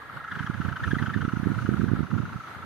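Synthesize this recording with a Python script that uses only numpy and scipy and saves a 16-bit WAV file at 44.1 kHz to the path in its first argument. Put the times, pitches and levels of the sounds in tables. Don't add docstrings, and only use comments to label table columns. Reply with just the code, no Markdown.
import sys
import numpy as np
from scipy import signal
from scipy.fft import rfft, irfft, next_fast_len
from scipy.io import wavfile
from scipy.ndimage import uniform_filter1d, map_coordinates

SR = 44100
rng = np.random.default_rng(int(sys.argv[2]) if len(sys.argv) > 2 else 0)


def master(y):
    cut = np.clip(np.atleast_2d(y).T, -1, 1)
    pcm = np.round(cut * 32767)
    wavfile.write(sys.argv[1], SR, pcm.astype(np.int16))


N = 116865


def amp(db):
    return 10 ** (np.asarray(db) / 20)


def unit(x):
    return x / np.sqrt(np.mean(x ** 2) + 1e-20)


def along(points, hz):
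    knots_hz, values = np.transpose(points)
    return np.interp(np.log(hz + 1), np.log(knots_hz + 1), values)


def curves(rows):
    times, *columns = np.transpose(rows)
    return [np.interp(np.arange(N) / SR, times, column) for column in columns]


def wobble(rate):
    return map_coordinates(rng.standard_normal(N // 8), [np.arange(N) * rate / SR], mode="mirror")


def filtered(x, response):
    size = next_fast_len(N + SR // 2)
    return irfft(rfft(x, size) * response(np.fft.rfftfreq(size, 1 / SR)), size)[..., :N]


def delayed(x, s):
    return filtered(x, lambda hz: np.exp(-2j * np.pi * hz * s))


def noise(spectrum):
    return unit(filtered(rng.standard_normal(N), lambda hz: amp(along(spectrum, hz))))


# frequency in Hz, relative density in dB.
AIR_SPECTRUM = [(25, -39), (60, 3), (120, 5.5), (300, -1), (600, -1.5), (950, 2.5), (1500, 5.5), (2000, 0),
                (2600, -12.5), (3800, -12), (5000, -22.5), (6400, -51.5), (7300, -29.5), (12300, -25.5),
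                (15000, -38)]
# time in seconds, level in dB around which it swells.
AIR_LEVEL = [(0, -46), (.45, -44.5), (.7, -45.5), (1.3, -46), (1.6, -43.5), (1.8, -44.5), (2.0, -48),
             (2.65, -47)]
# frequency in Hz, likeness of left and right from 0 to 1.
AIR_LIKENESS = [(100, 0.3), (700, 0.94), (1300, 0.076), (2400, 0.13), (4400, 0), (9000, 0)]


def air(swell_db=2.5):
    def mid_and_side(hz):
        angle = np.arccos(along(AIR_LIKENESS, hz)) / 2
        return amp(along(AIR_SPECTRUM, hz)) * [np.cos(angle), np.sin(angle)]

    level_db, = curves(AIR_LEVEL)
    mid, side = filtered(rng.standard_normal((2, N)), mid_and_side)
    return amp(level_db + swell_db * wobble(12.08)) * unit(np.array([mid + side, mid - side]))


# frequency in Hz, relative density in dB.
HISS_SPECTRUM = [(800, -44), (2300, 8), (4000, -1), (5200, -5), (6400, -1), (7600, -14.5), (9200, -6.5),
                 (11000, -21), (12200, -12), (15000, -20)]
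# time in seconds, level in dB.
HISS_LEVEL = [(0, -65), (.25, -63.5), (.42, -55), (.53, -59.5), (.64, -55.5), (.75, -60.5), (.87, -53.5),
              (1.3, -57), (1.37, -56), (1.48, -59), (1.6, -52.5), (1.73, -57.5), (1.82, -54.5),
              (1.93, -60.5), (2.2, -58), (2.33, -58.5), (2.45, -58), (2.65, -63)]


def hiss(flicker_db=2):
    level_db, = curves(HISS_LEVEL)
    spectra = signal.stft(rng.standard_normal((2, N)), nperseg=512)[2]
    flicker = uniform_filter1d(rng.standard_normal(spectra.shape[1:]), size=6, axis=0)
    flicker = uniform_filter1d(flicker, size=14, axis=1)
    pair = signal.istft(spectra * amp(flicker_db * unit(flicker)), nperseg=512)[1][:, :N]
    return amp(level_db) * unit(filtered(pair, lambda hz: amp(along(HISS_SPECTRUM, hz))))


# pitch in Hz, relative level in dB.
LINE_TONES = [(1590, -1), (1668, 6), (1760, -16), (1848, 1.5), (1945, -11), (2012, -15)]
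# frequency in Hz, relative density in dB.
HUM_SPECTRUM = [(800, -52), (1350, -5), (1600, 10.5), (1830, -26), (2050, 7.5), (2500, -38), (6000, -92)]
# time in seconds, level in dB.
HUM_LEVEL = [(0, -51.5), (.12, -52), (.3, -44.5), (.48, -47), (.62, -58.5), (1.05, -57), (1.4, -56),
             (2.2, -63.5), (2.65, -63)]


def flying_line(tones_db=4, waver_share=0.00589, flicker_db=1.6):
    level_db, = curves(HUM_LEVEL)
    tones = np.zeros(N)
    for hz, db in LINE_TONES:
        gain = amp(db + flicker_db * wobble(14.9))
        wavering_hz = hz * (1 + waver_share * wobble(18))
        tones += gain * np.sin(2 * np.pi * np.cumsum(wavering_hz) / SR)
    hum = np.array([noise(HUM_SPECTRUM), noise(HUM_SPECTRUM)])
    return amp(level_db) * unit(hum + amp(tones_db) * unit(tones))


def eddies(rows, low_cut_hz=70.2):
    pressure = np.zeros(N + SR)
    t = np.arange(-SR // 50, SR // 50) / SR
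    for s, gain, width in rows:
        pressure[round(s * SR):][:len(t)] -= gain * t / width * np.exp(.5 - .5 * (t / width) ** 2)
    centred = pressure[len(t) // 2:][:N]
    return filtered(centred, lambda hz: 1 - np.exp(-(hz / low_cut_hz) ** 4))


# frequency in Hz, relative density in dB.
RUMBLE_SPECTRUM = [(20, -34), (38, -36), (60, -19), (90, 4), (130, 4.5), (220, -3.5), (330, -17.5),
                   (450, -20), (700, -28), (2000, -89), (8000, -87)]
# time in seconds, level in dB.
LEFT_PORT_WIND = [(0, -69), (.78, -60), (.83, -34), (.88, -58), (1.4, -66), (1.55, -46), (1.7, -38.5),
                  (1.79, -49.5), (2.18, -43), (2.25, -34.5), (2.36, -41.5), (2.52, -57.5), (2.58, -39.5),
                  (2.65, -54)]
RIGHT_PORT_WIND = [(0, -52), (.12, -61), (.17, -35.5), (.22, -48), (.28, -58), (.32, -34), (.45, -36),
                   (.56, -34), (.7, -32.5), (.78, -40), (.86, -27), (.95, -30), (1.1, -31.5), (1.2, -29.5),
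                   (1.4, -35.5), (1.5, -24.5), (1.61, -34.5), (1.72, -24), (1.9, -28), (2.07, -34.5),
                   (2.16, -24), (2.27, -37.5), (2.37, -37.5), (2.46, -54), (2.65, -41)]


def rumble(port_wind, lumpy_db, flicks_per_s=90, flick_db=-9.5, flick_width_s=0.0009, scatter_db=3.5):
    level_db, = curves(port_wind)
    gaps, sizes = rng.standard_normal((400, 2)).T
    times = np.cumsum(np.exp(gaps - .5)) / flicks_per_s
    flicks = [(s, amp(scatter_db * size), flick_width_s) for s, size in zip(times, sizes) if s < N / SR]
    lumps = noise(RUMBLE_SPECTRUM) * amp(lumpy_db * wobble(70))
    return amp(level_db) * (unit(lumps) + amp(flick_db) * unit(eddies(flicks)))


# time in seconds, relative strength in dB.
STRONG_EDDIES = [(0.409, -18.5), (0.446, -18.5), (0.5003, -12), (0.603, -13), (0.652, -15.5),
                 (0.686, -16.5), (0.719, -18.5), (0.9343, -7), (0.969, -13.5), (1.017, -19), (1.025, -12),
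                 (1.0843, -14.5), (1.1641, -10), (1.175, -14), (1.207, -18), (1.2513, -11), (1.2814, -11.5),
                 (1.337, -10.5), (1.3725, -13), (1.4, -14), (1.4334, -12), (1.4614, -12), (1.4719, -7),
                 (1.503, -12.5), (1.519, -10.5), (1.585, -17.5), (1.651, -15.5), (1.6913, -5.5),
                 (1.716, -12), (1.7451, -10.5), (1.7846, -25), (1.7968, -11), (1.802, -13), (1.8195, -11.5),
                 (1.8345, -11), (1.8431, -7.5), (1.887, -14.5), (1.9174, -9.5), (1.936, -7), (1.953, -15),
                 (1.994, -13), (2.007, -9.5), (2.033, -15), (2.137, -13.5), (2.1444, -16.5), (2.166, -14),
                 (2.1842, -14), (2.203, -13), (2.2369, -17), (2.361, -19)]


def thumps(gain_db=-1.58, width_s=0.00099, width_at_db=-9.5, sharpening=0.31):
    return eddies([(s, amp(db + gain_db), width_s * amp(-sharpening * (db - width_at_db)))
                   for s, db in STRONG_EDDIES])


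# frequency in Hz, time to fall by 60 dB in seconds.
ECHO_DECAY = [(300, 0.72), (1500, 0.11), (4000, 0.74), (12000, .1)]


def surroundings(direct, shared=0.11):
    hz, t, spectra = signal.stft(rng.standard_normal((3, SR // 2)), SR, nperseg=256)
    decay = amp(-60 * t / along(ECHO_DECAY, hz)[:, None])
    tails = signal.istft(spectra * decay, SR, nperseg=256)[1]
    stereo_tail = np.sqrt(shared) * tails[0] + np.sqrt(1 - shared) * tails[1:]
    return unit(signal.fftconvolve(direct, stereo_tail, axes=1)[:, :N]) * direct.std()


# time in seconds, lag of the forward stroke in ms, lag of the return stroke in ms.
STROKE_LAG = [(0, .5, -0.5), (.42, -1, 0), (.6, -1.5, -3), (.9, -0.9, -2.04), (1.25, 3, 0), (1.9, 3, 0.16),
              (2.25, 2, -0.05), (2.5, -.5, -0.5)]


def swing(swing_hz=13.432, first_stroke_s=.0215, build_s=0.0021):
    forward_ms, return_ms = curves(STROKE_LAG)
    t = np.arange(N) / SR - first_stroke_s
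    forward_share = .5 + .5 * np.cos(2 * np.pi * swing_hz * t)
    late_s = (forward_share * forward_ms + (1 - forward_share) * return_ms) / 1000
    velocity = np.cos(2 * np.pi * swing_hz * (t - late_s))
    vortices = np.abs(np.cos(2 * np.pi * swing_hz * (t - late_s - build_s)))
    return velocity, vortices


# frequency in Hz, gain in dB.
RIBBON_RADIATION = [(600, -2), (1080, -4), (1330, 2.5), (1550, -2.5), (1950, 0.5), (2500, -10)]


def vortex_tones(pitch_hz, spread=.075, end_gain=0.46, waver_share=0.03535, flutter_db=2.5):
    lift, drag = np.zeros(N), np.zeros(N)
    for place, weight in [(-1, end_gain), (0, 1), (1, end_gain)]:
        hz = pitch_hz * (1 + place * spread + waver_share * wobble(500))
        phase = 2 * np.pi * np.cumsum(hz) / SR
        lift += weight * np.sin(phase) * amp(flutter_db * wobble(500))
        drag += weight ** 2 * np.sin(2.02 * phase)
    lift = filtered(unit(lift), lambda hz: amp(along(RIBBON_RADIATION, hz)))
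    drag = filtered(unit(drag), lambda hz: amp(1.5 * np.exp(-.5 * ((hz - 3300) / 250) ** 2)))
    return lift, drag


# time in seconds, pitch in the middle of the forward stroke
# in Hz, relative level of that stroke in dB, level of the return stroke against it in dB.
WIND_PULL = [(0, 1178, -38, -9), (.1, 1360, -39, -5), (.17, 1420, -34, -3.5), (.25, 1490, -32.5, -6),
             (.32, 1700, -28, 0.5), (.39, 1560, -27.5, -3.5), (.47, 1620, -27.5, -3.5),
             (.55, 1540, -31, -5.5), (.62, 1540, -31.5, -1), (.7, 1580, -29.5, 3.5), (.77, 1560, -27, -9),
             (.84, 1700, -25, -3.5), (.92, 1710, -26, -2), (.99, 1880, -28, -1.5), (1.07, 1590, -26, 1),
             (1.14, 1780, -28, -6), (1.21, 1590, -27.5, -2), (1.29, 1490, -29.5, 0),
             (1.36, 1490, -32.5, -1), (1.45, 1540, -33.5, -7.5), (1.52, 1470, -35.5, 3),
             (1.59, 1480, -31.5, -2.5), (1.66, 1469, -30.5, -2), (1.81, 1509, -34.5, -1.5),
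             (1.96, 1522, -33, -3), (2.04, 1447, -33.5, -2.5), (2.18, 1442, -31.5, -3.5),
             (2.4, 1387, -35.5, -3.5), (2.65, 1378, -36.5, -5.5)]
# frequency in Hz, relative density in dB.
SWISH_SPECTRUM = [(300, -88), (900, 14), (1600, 14.5), (2100, 12), (2500, -6), (3500, 0), (5000, -9),
                  (6500, -12), (8000, -24), (15000, -21)]
EVEN_SWING_HZ, RETURN_SHARE = 1419.4, .45
DRAG_DB, DRAG_DB_PER_DB, DRAG_PAN_DB = -19.5, 0.72, 5.5


def ribbon(gain_db=-2.5, loudness_power=4.05, swish_db=-11.5, left_lag_s=.00002):
    forward_hz, pull_db, return_db = curves(WIND_PULL)
    velocity, vortices = swing()
    speed, returning = np.abs(velocity), velocity < 0
    return_hz = EVEN_SWING_HZ + RETURN_SHARE * (forward_hz - EVEN_SWING_HZ)
    lift, drag = vortex_tones(np.where(returning, return_hz, forward_hz) * speed)
    level_db = pull_db + returning * return_db
    force = amp(level_db + gain_db) * vortices ** loudness_power
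    drag *= speed * amp(DRAG_DB + DRAG_DB_PER_DB * (level_db - pull_db.max()))
    swish = amp(swish_db) * noise(SWISH_SPECTRUM) * speed
    left = force * (lift + swish + drag * amp(DRAG_PAN_DB))
    right = force * (lift + swish + drag * amp(-DRAG_PAN_DB))
    return np.array([delayed(left, left_lag_s), right])


def kite(ground_lag_s=.0091, ground_db=-9, echo_db=-15):
    direct = ribbon()
    bounce = amp(ground_db) * delayed(direct, ground_lag_s)
    return direct + bounce + amp(echo_db) * surroundings(direct)


def scene():
    left_port = rumble(LEFT_PORT_WIND, lumpy_db=4.5)
    right_port = rumble(RIGHT_PORT_WIND, lumpy_db=3.5) + thumps()
    return kite() + flying_line() + air() + hiss() + np.array([left_port, right_port])


def record(dry, top_hz=15450):
    return filtered(dry, lambda hz: hz < top_hz)


dry = scene()
out = record(dry)
master(out)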